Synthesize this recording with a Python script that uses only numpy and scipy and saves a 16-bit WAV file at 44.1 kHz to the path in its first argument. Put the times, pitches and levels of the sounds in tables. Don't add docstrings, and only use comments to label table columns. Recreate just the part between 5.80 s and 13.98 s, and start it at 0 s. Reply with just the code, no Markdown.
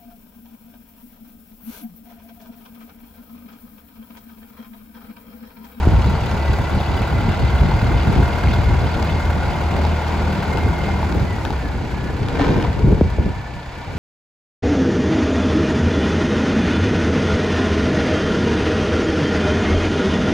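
import sys
import numpy as np
from scipy import signal
from scipy.fft import rfft, irfft, next_fast_len
from scipy.io import wavfile

SR = 44100
rng = np.random.default_rng(int(sys.argv[2]) if len(sys.argv) > 2 else 0)


def master_out(mix):
    frames = np.transpose(np.atleast_2d(mix))
    ceiling = np.clip(frames, -1, 1)
    pcm = np.round(ceiling * 32767).astype(np.int16)
    wavfile.write(sys.argv[1], SR, pcm)


N = 360738
T = np.arange(N) / SR
HZ = np.fft.rfftfreq(N, 1 / SR)

# (time [s], level [dB])
KNOCK_LEVEL = [(0, -29), (.8, -26.5), (2.4, -25), (3.5, -27), (4.2, -26), (5.2, -27), (5.6, -29.5),
               (6.0, -30.5), (6.7, -29.5), (7.3, -32), (7.8, -34.5), (8.18, -32.5)]


def gain_of(db):
    return 10 ** (np.asarray(db) / 20)


def unit_rms(x):
    return x / np.sqrt(np.mean(x ** 2) + 1e-20)


def spectrum(points, hz=HZ):
    f, value = np.transpose(points)
    return np.interp(np.log(hz + 1), np.log(f + 1), value)


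def curves(rows):
    times, *columns = np.transpose(rows)
    return [np.interp(T, times, column) for column in columns]


def coloured(x, points):
    return unit_rms(irfft(rfft(x) * gain_of(spectrum(points)), N))


def resonance(hz, width_hz):
    return 1 / (1 + (2 * (HZ - hz) / width_hz) ** 2)


def mode(t, hz, db, t60):
    return gain_of(db - 60 * t / t60) * np.sin(2 * np.pi * hz * t)


def wander(rate_hz):
    hop = 64
    steps = next_fast_len(N // hop + 2)
    hz = np.fft.rfftfreq(steps, hop / SR)
    slow = irfft(rfft(rng.standard_normal(steps)) / (1 + (hz / rate_hz) ** 4), steps)
    return np.interp(np.arange(N) / hop, np.arange(steps), unit_rms(slow))


def firings():
    # (time [s], firing rate [Hz])
    speed = [(0, 36.7), (.75, 36.8), (1.45, 37.55), (2.5, 39.1), (2.85, 39.25), (3.2, 39.1), (4.9, 39.1),
             (5.31, 38.8), (5.47, 37.4), (5.6, 35.3), (5.75, 33.4), (5.89, 31.6), (5.98, 30.8), (6.1, 30.8),
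             (6.2, 31.5), (6.3, 31.6), (6.65, 32.2), (7.35, 32.1), (8.18, 32.5)]
    return 0.082 + np.cumsum(curves(speed)[0]) / SR


def per_firing(spread_db, pattern_db):
    count = firings().astype(int)
    chance = np.clip(rng.standard_normal(count[-1] + 1), -1.7, 1.7)
    return gain_of(spread_db * chance[count] + np.array(pattern_db)[count % len(pattern_db)])


def firing_decay(decay, lag=0):
    return np.exp(-((firings() - lag) % 1) / decay)


def harmonic(order, jitter_cycles, jitter_hz):
    cycles = order * firings() + rng.random() + jitter_cycles * wander(jitter_hz)
    return np.sqrt(2) * np.sin(2 * np.pi * cycles)


def following_knock(db, slope):
    return gain_of(db + slope * (curves(KNOCK_LEVEL)[0] + 26))


def wind():
    # (time [s], level [dB], brightness [0-1])
    flow = [(0, -19.5, 0.24), (.5, -20, 0.25), (1.2, -20.5, 0.34), (1.7, -16.5, 0.17), (1.95, -16, 0.33),
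            (2.15, -16, 0.41), (2.5, -17.5, 0.24), (2.9, -16.5, 0.24), (3.2, -19, 0.41), (3.8, -22, 0.24),
            (4.0, -19.5, .6), (4.35, -24, 0.6), (4.7, -22, 0.52), (5.3, -18.5, 0.5), (5.8, -23, 0.45),
            (6.5, -21, 0.56), (6.7, -15.5, 1), (6.95, -18.5, 0.47), (7.03, -23.5, 0.58), (7.12, -23, 0.8),
            (7.2, -16, 0.37), (7.3, -22, 0.16), (7.4, -19, 0.56), (7.49, -21.5, 0.74), (7.56, -29, 0.25),
            (7.8, -37.5, 0.14), (8.18, -28.5, 0.6)]
    # (peak time [s], level [dB], decay time [s])
    thumps = [(0.087, -3.5, 0.0078), (.13, -5, 0.036), (0.339, -16, 0.0096), (.43, -15, 0.037),
              (.7, -13, 0.055), (.93, -22, .03), (1.36, -13, 0.018), (1.43, -24, 0.015), (1.5, -12, 0.015),
              (1.82, -9, 0.031), (1.93, -22, 0.026), (2.03, -11, 0.03), (2.16, -14.5, 0.039),
              (2.28, -8, 0.054), (2.39, -5, 0.016), (2.69, -14, 0.037), (2.78, -12, 0.058),
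              (2.94, -15.5, 0.033), (3.05, -19, 0.016), (4.9, -17, 0.023), (5.42, -13, 0.02),
              (6.29, -26, 0.041), (6.63, -18, 0.042), (6.72, -28, 0.041), (6.84, -20, 0.015),
              (6.979, -13.5, 0.012), (7.045, -8.5, 0.064), (7.09, -12, 0.018), (7.13, -10, 0.014),
              (7.399, -8.5, 0.023), (7.47, -13, 0.024), (7.77, -26, 0.023), (8.08, -24, .03),
              (8.16, -25, .03)]
    # (frequency [Hz], relative level [dB])
    dull_spectrum = [(20, -38), (35, -13.5), (55, 5), (100, 0), (200, -11.5), (400, -54), (900, -55),
                     (2000, -85)]
    # (frequency [Hz], relative level [dB])
    bright_spectrum = [(20, -46), (35, -4), (70, -4.5), (130, -7.5), (250, -6.5), (450, -11), (900, -37),
                       (2000, -65)]
    rise_s, gust_brightness = 0.015, 0.63
    flow_db, bright = curves(flow)
    gusts = np.zeros(N)
    for peak_s, db, decay_s in thumps:
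        near = slice(max(round((peak_s - .1) * SR), 0), round((peak_s + .5) * SR))
        t = T[near] - peak_s
        gusts[near] += gain_of(db) * np.where(t < 0, np.exp(-(t / rise_s) ** 2), np.exp(-t / decay_s))
    steady = gain_of(flow_db + 3 * wander(rate_hz=13.8))
    bright = np.clip(bright * (steady + gust_brightness * gusts) / (steady + gusts), 0, 1)
    air = rng.standard_normal((2, N))
    turbulence = (1 - bright) * coloured(air, dull_spectrum) + bright * coloured(air, bright_spectrum)
    return np.hypot(steady, gusts) * turbulence


def eddy_pops():
    # (time [s], level [dB], approximate starting frequency [Hz], final frequency [Hz], t60 [s])
    eddies = [(0.07, -4, 487, 76, 0.1), (1.483, -8, 300, 80, 0.24), (2.361, -6, 383, 69.4, 0.38),
              (6.719, -9.5, 475, 121, 0.18), (7.043, -7, 300, 99, 0.11), (7.126, -2, 437, 118, 0.093),
              (7.2104, 1, 660, 70.4, 0.11), (7.384, -11, 770, 79.4, 0.097), (7.776, -21, 151, 81, 0.042)]
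    out, t = np.zeros(N + SR), np.arange(SR // 4) / SR
    attack = 1 - np.exp(-t / 0.0011)
    for start_s, db, first_hz, last_hz, t60 in eddies:
        cycles = (first_hz - last_hz) * 0.00439 * (1 - np.exp(-t / 0.0042)) + last_hz * t
        at = round(start_s * SR)
        out[at:at + len(t)] += gain_of(db - 60 * t / t60) * np.sin(2 * np.pi * cycles) * attack
    return out[:N]


def gravel_and_knocks():
    # (time [s], crack level [dB], ring level [dB], ring frequency [Hz])
    impacts = [(0.221, -26, -25, 869), (0.5138, -26, -15, 820), (1.5743, -33, -33, 818),
               (1.9174, -36, -15, 905), (2.044, -39, -19, 676), (2.2327, -33, -30, 636),
               (2.638, -28, -19, 1600), (2.673, -39, -18, 2170), (3.2264, -22.5, -20, 776),
               (3.991, -35, -16.5, 633), (4.0509, -26, -12, 846), (4.7727, -23.5, -25, 970),
               (5.2294, -32, -12, 900), (5.324, -28, -26, 716), (5.3968, -30, -42, 657),
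               (5.6495, -36, -16, 880), (5.6515, -23, -24, 1490), (5.659, -34, -24, 1710),
               (5.666, -36, -29, 1500), (5.678, -40, -34, 1300), (5.7048, -29, -17, 830),
               (5.7125, -34, -32, 900), (5.727, -34, -24, 860), (6.4855, -25, -32, 974),
               (6.5974, -43, -10.5, 700), (6.704, -38, -32, 3820), (6.826, -27.5, -19, 900),
               (6.85, -36, -16, 960), (6.993, -31, -38, 676)]
    # (frequency [Hz], relative level [dB])
    snap_spectrum = [(200, -26), (600, -5), (1500, 0), (2500, 0), (4200, -3), (6000, -10), (8000, -19),
                     (16000, -32)]
    small_per_s, small_decay_s, crack_t60 = 25, 0.0095, 0.012
    noise = coloured(rng.standard_normal((2, N)), snap_spectrum)
    small = rng.random(N) < small_per_s / SR
    small_db = curves(KNOCK_LEVEL)[0] - 21 + 3 * np.minimum(rng.exponential(1, N), 3)
    pole = np.exp(-1 / (small_decay_s * SR))
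    out = signal.lfilter([1], [1, -pole], small * gain_of(small_db)) * noise
    t = np.arange(SR // 10) / SR
    click_gain = gain_of(spectrum(snap_spectrum, np.fft.rfftfreq(len(t), 1 / SR)))
    click = np.roll(irfft(click_gain, len(t)), 40)
    click /= click.max()
    for start_s, crack_db, ring_db, hz in impacts:
        at = slice(round(start_s * SR), round(start_s * SR) + len(t))
        crack = noise[:, at]
        onset_rms = np.sqrt(np.mean(crack[:, :SR // 500] ** 2))
        out[:, at] += gain_of(crack_db - 60 * t / crack_t60) * crack / onset_rms
        out[0, at] += gain_of(crack_db + 10) * click
        out[0, at] += np.sqrt(2) * mode(t, hz, ring_db, t60=.024)
    return out


def linkage_rattle():
    # (time [s], relative level [dB])
    flurry = [(6.45, -39), (6.588, -27), (6.596, -20), (6.64, -22), (6.7, -26), (6.77, -28.5), (6.81, -29),
              (6.854, -26), (6.874, -39), (6.934, -33), (6.99, -54)]
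    # (frequency [Hz], relative level [dB], t60 [s])
    modes = [(300, -5, 0.11), (486, -6, 0.21), (586, -13, .08), (810, -17, 0.086), (1040, 2, 0.02),
             (1580, -9, 0.038), (1840, -9, 0.043), (2450, -12, 0.046)]
    # (frequency [Hz], relative level [dB])
    clatter_spectrum = [(200, -19), (500, 4), (1500, -1), (2800, -8), (5000, -17), (8000, -31),
                        (16000, -45)]
    blows_per_s = 1500
    active = (T > flurry[0][0]) & (T < flurry[-1][0])
    blows = (rng.random((2, N)) < blows_per_s / SR) * rng.standard_normal((2, N)) * active
    t = np.arange(SR // 5) / SR
    response = sum(mode(t, hz, db, t60) for hz, db, t60 in modes)
    ringing = unit_rms(signal.oaconvolve(blows, response[None])[:, :N])
    clatter = coloured(blows, clatter_spectrum)
    duty_gain = np.sqrt(active.mean())
    return gain_of(curves(flurry)[0]) * duty_gain * (0.78 * ringing + 0.98 * clatter)


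def clunk():
    start_s, rise_s = 6.606, 0.0051
    t = np.maximum(T - start_s, 0)
    return (1 - np.exp(-t / rise_s)) * mode(t, hz=285, db=-9, t60=.3)


def bodywork():
    # (frequency [Hz], bandwidth [Hz], relative level [dB])
    resonances = [(950, 22, 0), (1450, 30, -5), (2300, 70, -9)]
    # (time [s], level [dB])
    level = [(0, -50), (5.5, -50), (6.9, -46), (7.3, -43), (7.6, -45), (8.18, -47)]
    response = sum(gain_of(db) * resonance(hz, width) for hz, width, db in resonances)
    envelope = gain_of(curves(level)[0] + 2.2 * wander(10))
    return envelope * unit_rms(irfft(rfft(rng.standard_normal(N)) * response, N))


def metallic_hums():
    # (time [s], level of harmonic 20 [dB], of harmonic 25 [dB], of harmonic 37 [dB])
    levels = [(0, -42, -47, -46), (.8, -44, -47, -50), (1.3, -54, -52, -56), (2.5, -56, -52, -48),
              (3.6, -56, -54, -48), (5.2, -58, -56, -54), (8.18, -62, -62, -64)]
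    return sum(gain_of(db + 4.5 * wander(14)) * harmonic(order, jitter_cycles=.16, jitter_hz=14)
               for order, db in zip((20, 25, 37), curves(levels)))


def gear_whine():
    # (time [s], level [dB])
    level = [(0, -55), (.55, -47), (.72, -40), (1.0, -44), (2.0, -43), (2.4, -48), (2.7, -42), (3.18, -50),
             (3.32, -40), (3.5, -48), (4.2, -46), (4.64, -56), (4.72, -40), (5.15, -40), (5.25, -50),
             (5.42, -56), (5.47, -38), (5.58, -46), (5.7, -56), (5.76, -42), (5.9, -43.5), (6.0, -54),
             (6.12, -49), (6.18, -44), (6.3, -45), (6.4, -53), (7.2, -55), (7.35, -45), (7.55, -46),
             (7.65, -48), (7.85, -47), (7.95, -51), (8.18, -55)]
    teeth_per_firing = 54
    firing_angle = 2 * np.pi * firings()
    cycles = teeth_per_firing * firings() + .09 * np.sin(firing_angle) + .11 * wander(28)
    envelope = gain_of(curves(level)[0] + 3 * wander(30) + 3 * np.cos(firing_angle))
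    return envelope * np.sqrt(2) * np.sin(2 * np.pi * cycles)


def valve_ticks():
    # (time [s], level [dB])
    level = [(0, -48.5), (.7, -49.5), (1.9, -57.5), (2.8, -53.5), (4.2, -54), (5.4, -51.5), (6.0, -55),
             (7.2, -65), (8.18, -57)]
    # (frequency [Hz], relative level [dB])
    tick_spectrum = [(3000, -6), (5000, 2), (7000, -1.5), (9000, -7), (12000, -6.5), (16000, -11.5)]
    strong = 2.2 * per_firing(2.5, [0, 1, -1, 0]) * firing_decay(.1)
    weak = 0.55 * per_firing(5, [0]) * firing_decay(.16, lag=-.33)
    drive = (.5 + strong + weak) * rng.standard_normal((2, N)) * gain_of(1.2 * wander(12))
    return gain_of(curves(level)[0]) * coloured(drive, tick_spectrum)


def shadowing():
    # (time [s], block level [dB], covers level [dB], pings level [dB])
    facing = [(0, 2.5, 2, 2.5), (1.0, -0.5, -1, 3), (2.2, -0.5, 0.5, 2), (3.5, 1, 1, 3), (5.3, 0, 1, -2),
              (6.0, -2, 1, -2), (7.0, -1.5, 2, -10), (8.18, -2.5, 2, -1)]
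    return curves(facing)


def pings():
    pitches, base_rate_hz = np.geomspace(2500, 5044, num=48), 900
    rate_hz = base_rate_hz * (0.68 + 1.7 * firing_decay(.38))
    strikes = (rng.random(N) < rate_hz / SR) * gain_of(2 * np.minimum(rng.exponential(1, N), 3))
    struck_part = rng.integers(0, len(pitches), N)
    out, t = np.zeros((2, N)), np.arange(SR // 50) / SR
    attack = 1 - np.exp(-t / .0004)
    for part, hz in enumerate(pitches):
        ping = attack * mode(t, hz * rng.uniform(.99, 1.01), db=0, t60=.026) * 3000 / hz
        ringing = signal.oaconvolve(strikes * (struck_part == part), ping)[:N]
        out += ringing * rng.choice([-1, 1], (2, 1))
    _, _, facing_db = shadowing()
    return gain_of(curves(KNOCK_LEVEL)[0] - 17.5 + facing_db + 2.16 * wander(6.3)) * unit_rms(out)


def side_panel():
    # (frequency [Hz], relative level [dB])
    response = [(1100, -13), (1330, -7.5), (1370, 4.5), (1410, -0.5), (1443, 5.5), (1480, 1.5),
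                (1540, -0.5), (1600, 1), (1800, -32.5)]
    shake = 0.7 + per_firing(4, [-4, 3]) * firing_decay(.5, lag=.1)
    return following_knock(-34.5, slope=1.5) * coloured(shake * rng.standard_normal((2, N)), response)


def hard_knock():
    # (frequency [Hz], relative level [dB], t60 [s])
    modes = [(720, 2, 0.014), (930, 5, 0.025), (1443, -2, 0.045), (2090, -9, 0.031), (4430, -13.5, 0.013)]
    # (time [s], level [dB])
    imbalance = [(0, 25), (.38, 23), (.45, 4), (8.18, 3)]
    count = firings().astype(int)
    blows = np.diff(count, prepend=0) * per_firing(0.95, [1, 0.5, 0, 0.81])
    blows *= gain_of(curves(imbalance)[0] * (count % 4 == 1))
    t = np.arange(SR // 20) / SR
    response = sum(mode(t, hz, db, t60) for hz, db, t60 in modes) * (1 - np.exp(-t / .001))
    response *= np.sqrt(SR / 40) / np.linalg.norm(response)
    return following_knock(-43, slope=5) * signal.oaconvolve(blows, response)[:N]


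def exhaust():
    # (time [s], level of harmonic 2 [dB], of harmonic 4 [dB], of harmonic 5 [dB])
    beats = [(0, -23.5, -35, -56), (2.6, -26, -37, -36), (3.8, -21, -32.5, -35.5), (4.4, -20.5, -33, -31),
             (4.7, -28, -35, -38), (5.1, -22.5, -33.5, -30), (5.6, -28.5, -43, -32),
             (5.9, -28.5, -29.5, -36), (6.1, -39, -40, -40), (6.5, -43, -28, -58), (7.5, -37, -41.5, -46),
             (8.18, -54, -33.5, -44)]
    # (harmonic number, level relative to the knock [dB])
    weak_partials = [(1, -12), (3, -11), (9, -16), (15, -24), (18, -29), (22, -25), (29, -26), (36, -25)]
    partials = list(zip((2, 4, 5), curves(beats)))
    partials += [(order, db + curves(KNOCK_LEVEL)[0]) for order, db in weak_partials]
    out = 0
    for order, db in partials:
        unrest = min(order, 6)
        envelope = gain_of(db + (1.5 + 0.38 * unrest) * wander(5.1))
        out += envelope * harmonic(order, jitter_cycles=0.015 * unrest, jitter_hz=9)
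    return out


def combustion_knock():
    # (frequency [Hz], relative level [dB])
    knock_spectrum = [(90, -34), (150, -33), (200, -7), (500, -9), (830, -7.5), (1150, -14.5),
                      (1450, -18.5), (1800, -18), (2400, -20), (3400, -25), (4800, -27.5), (5400, -32.5),
                      (7500, -35.5), (10000, -44), (16000, -82)]
    # (frequency [Hz], bandwidth [Hz], gain [dB])
    panels = [(665, 150, 0), (892, 640, 4.5), (930, 140, 3), (2140, 510, 4.5), (3460, 130, 2.5),
              (4780, 420, 1.5)]
    peaks = sum((gain_of(db) - 1) * resonance(hz, width) for hz, width, db in panels)
    colour = gain_of(spectrum(knock_spectrum)) * abs(1 + peaks)
    crossover_hz = 1700
    low_share = 1 / (1 + (HZ / crossover_hz) ** 6)
    block_db, covers_db, _ = shadowing()
    out = 0
    for share, lag, churn, db in (low_share, 0, 1.9, block_db), (1 - low_share, .2, 1.4, covers_db):
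        burst = churn + per_firing(2.2, [-1, 1.2, -1, .8]) * firing_decay(.25, lag)
        repeating = rng.standard_normal(1200)[(firings() % 1 * 1200).astype(int)]
        noise = rng.standard_normal((2, N)) + 0.24 * repeating
        drive = unit_rms(burst) * noise * gain_of(db + .5 * wander(22))
        out += irfft(rfft(drive) * np.sqrt(share) * colour, N)
    return gain_of(curves(KNOCK_LEVEL)[0]) * unit_rms(out)


def stereo_image(diffuse, direct):
    # (frequency [Hz], coherence [0-1])
    likeness = [(60, 0.91), (140, 0.86), (340, 0.67), (860, 0.7), (1380, 0.71), (1900, 0.49), (2900, 0.68),
                (4000, 0.86), (5000, 0.26), (5500, 0.12), (6500, 0.7), (7600, 0.36), (8600, 1), (16000, 1)]
    # (frequency [Hz], phase [rad])
    phase_offset = [(0, 0), (860, .15), (1900, -.3), (2900, .8), (5000, .9), (6000, 0), (7100, 0),
                    (8500, -3.1), (9500, -3.2), (10500, -6.25), (11800, -6.35), (12600, -9.4),
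                    (13800, -9.5), (14700, -12.55), (16000, -12.6)]
    # (frequency [Hz], level [dB])
    balance = [(60, 0.4), (340, 1.1), (860, 1.5), (1400, 0.5), (2400, -1), (3500, 0.5), (4600, 1.5),
               (6300, -1), (8000, 1.3), (16000, 1)]
    (common, independent), coherent = rfft(diffuse), rfft(direct)
    coherence, lean = spectrum(likeness), gain_of(spectrum(balance) / 2)
    offset_rad = np.interp(HZ, *np.transpose(phase_offset))
    left = common + coherent
    right = coherence * common + np.sqrt(1 - coherence ** 2) * independent + coherent
    return irfft(np.array([left * lean, right * np.exp(-1j * offset_rad) / lean]), N)


def scene():
    diffuse = combustion_knock() + side_panel() + pings() + valve_ticks()
    diffuse += gravel_and_knocks() + linkage_rattle() + wind()
    direct = exhaust() + metallic_hums() + hard_knock() + gear_whine()
    direct += clunk() + eddy_pops() + bodywork()
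    return stereo_image(diffuse, direct)


def record(dry):
    saturated = 0.91 * np.tanh(dry)
    low_pass = signal.firwin(511, cutoff=15800, window=("kaiser", 9), fs=SR)
    return signal.oaconvolve(saturated, low_pass[None], "same")


dry = scene()
out = record(dry)
master_out(out)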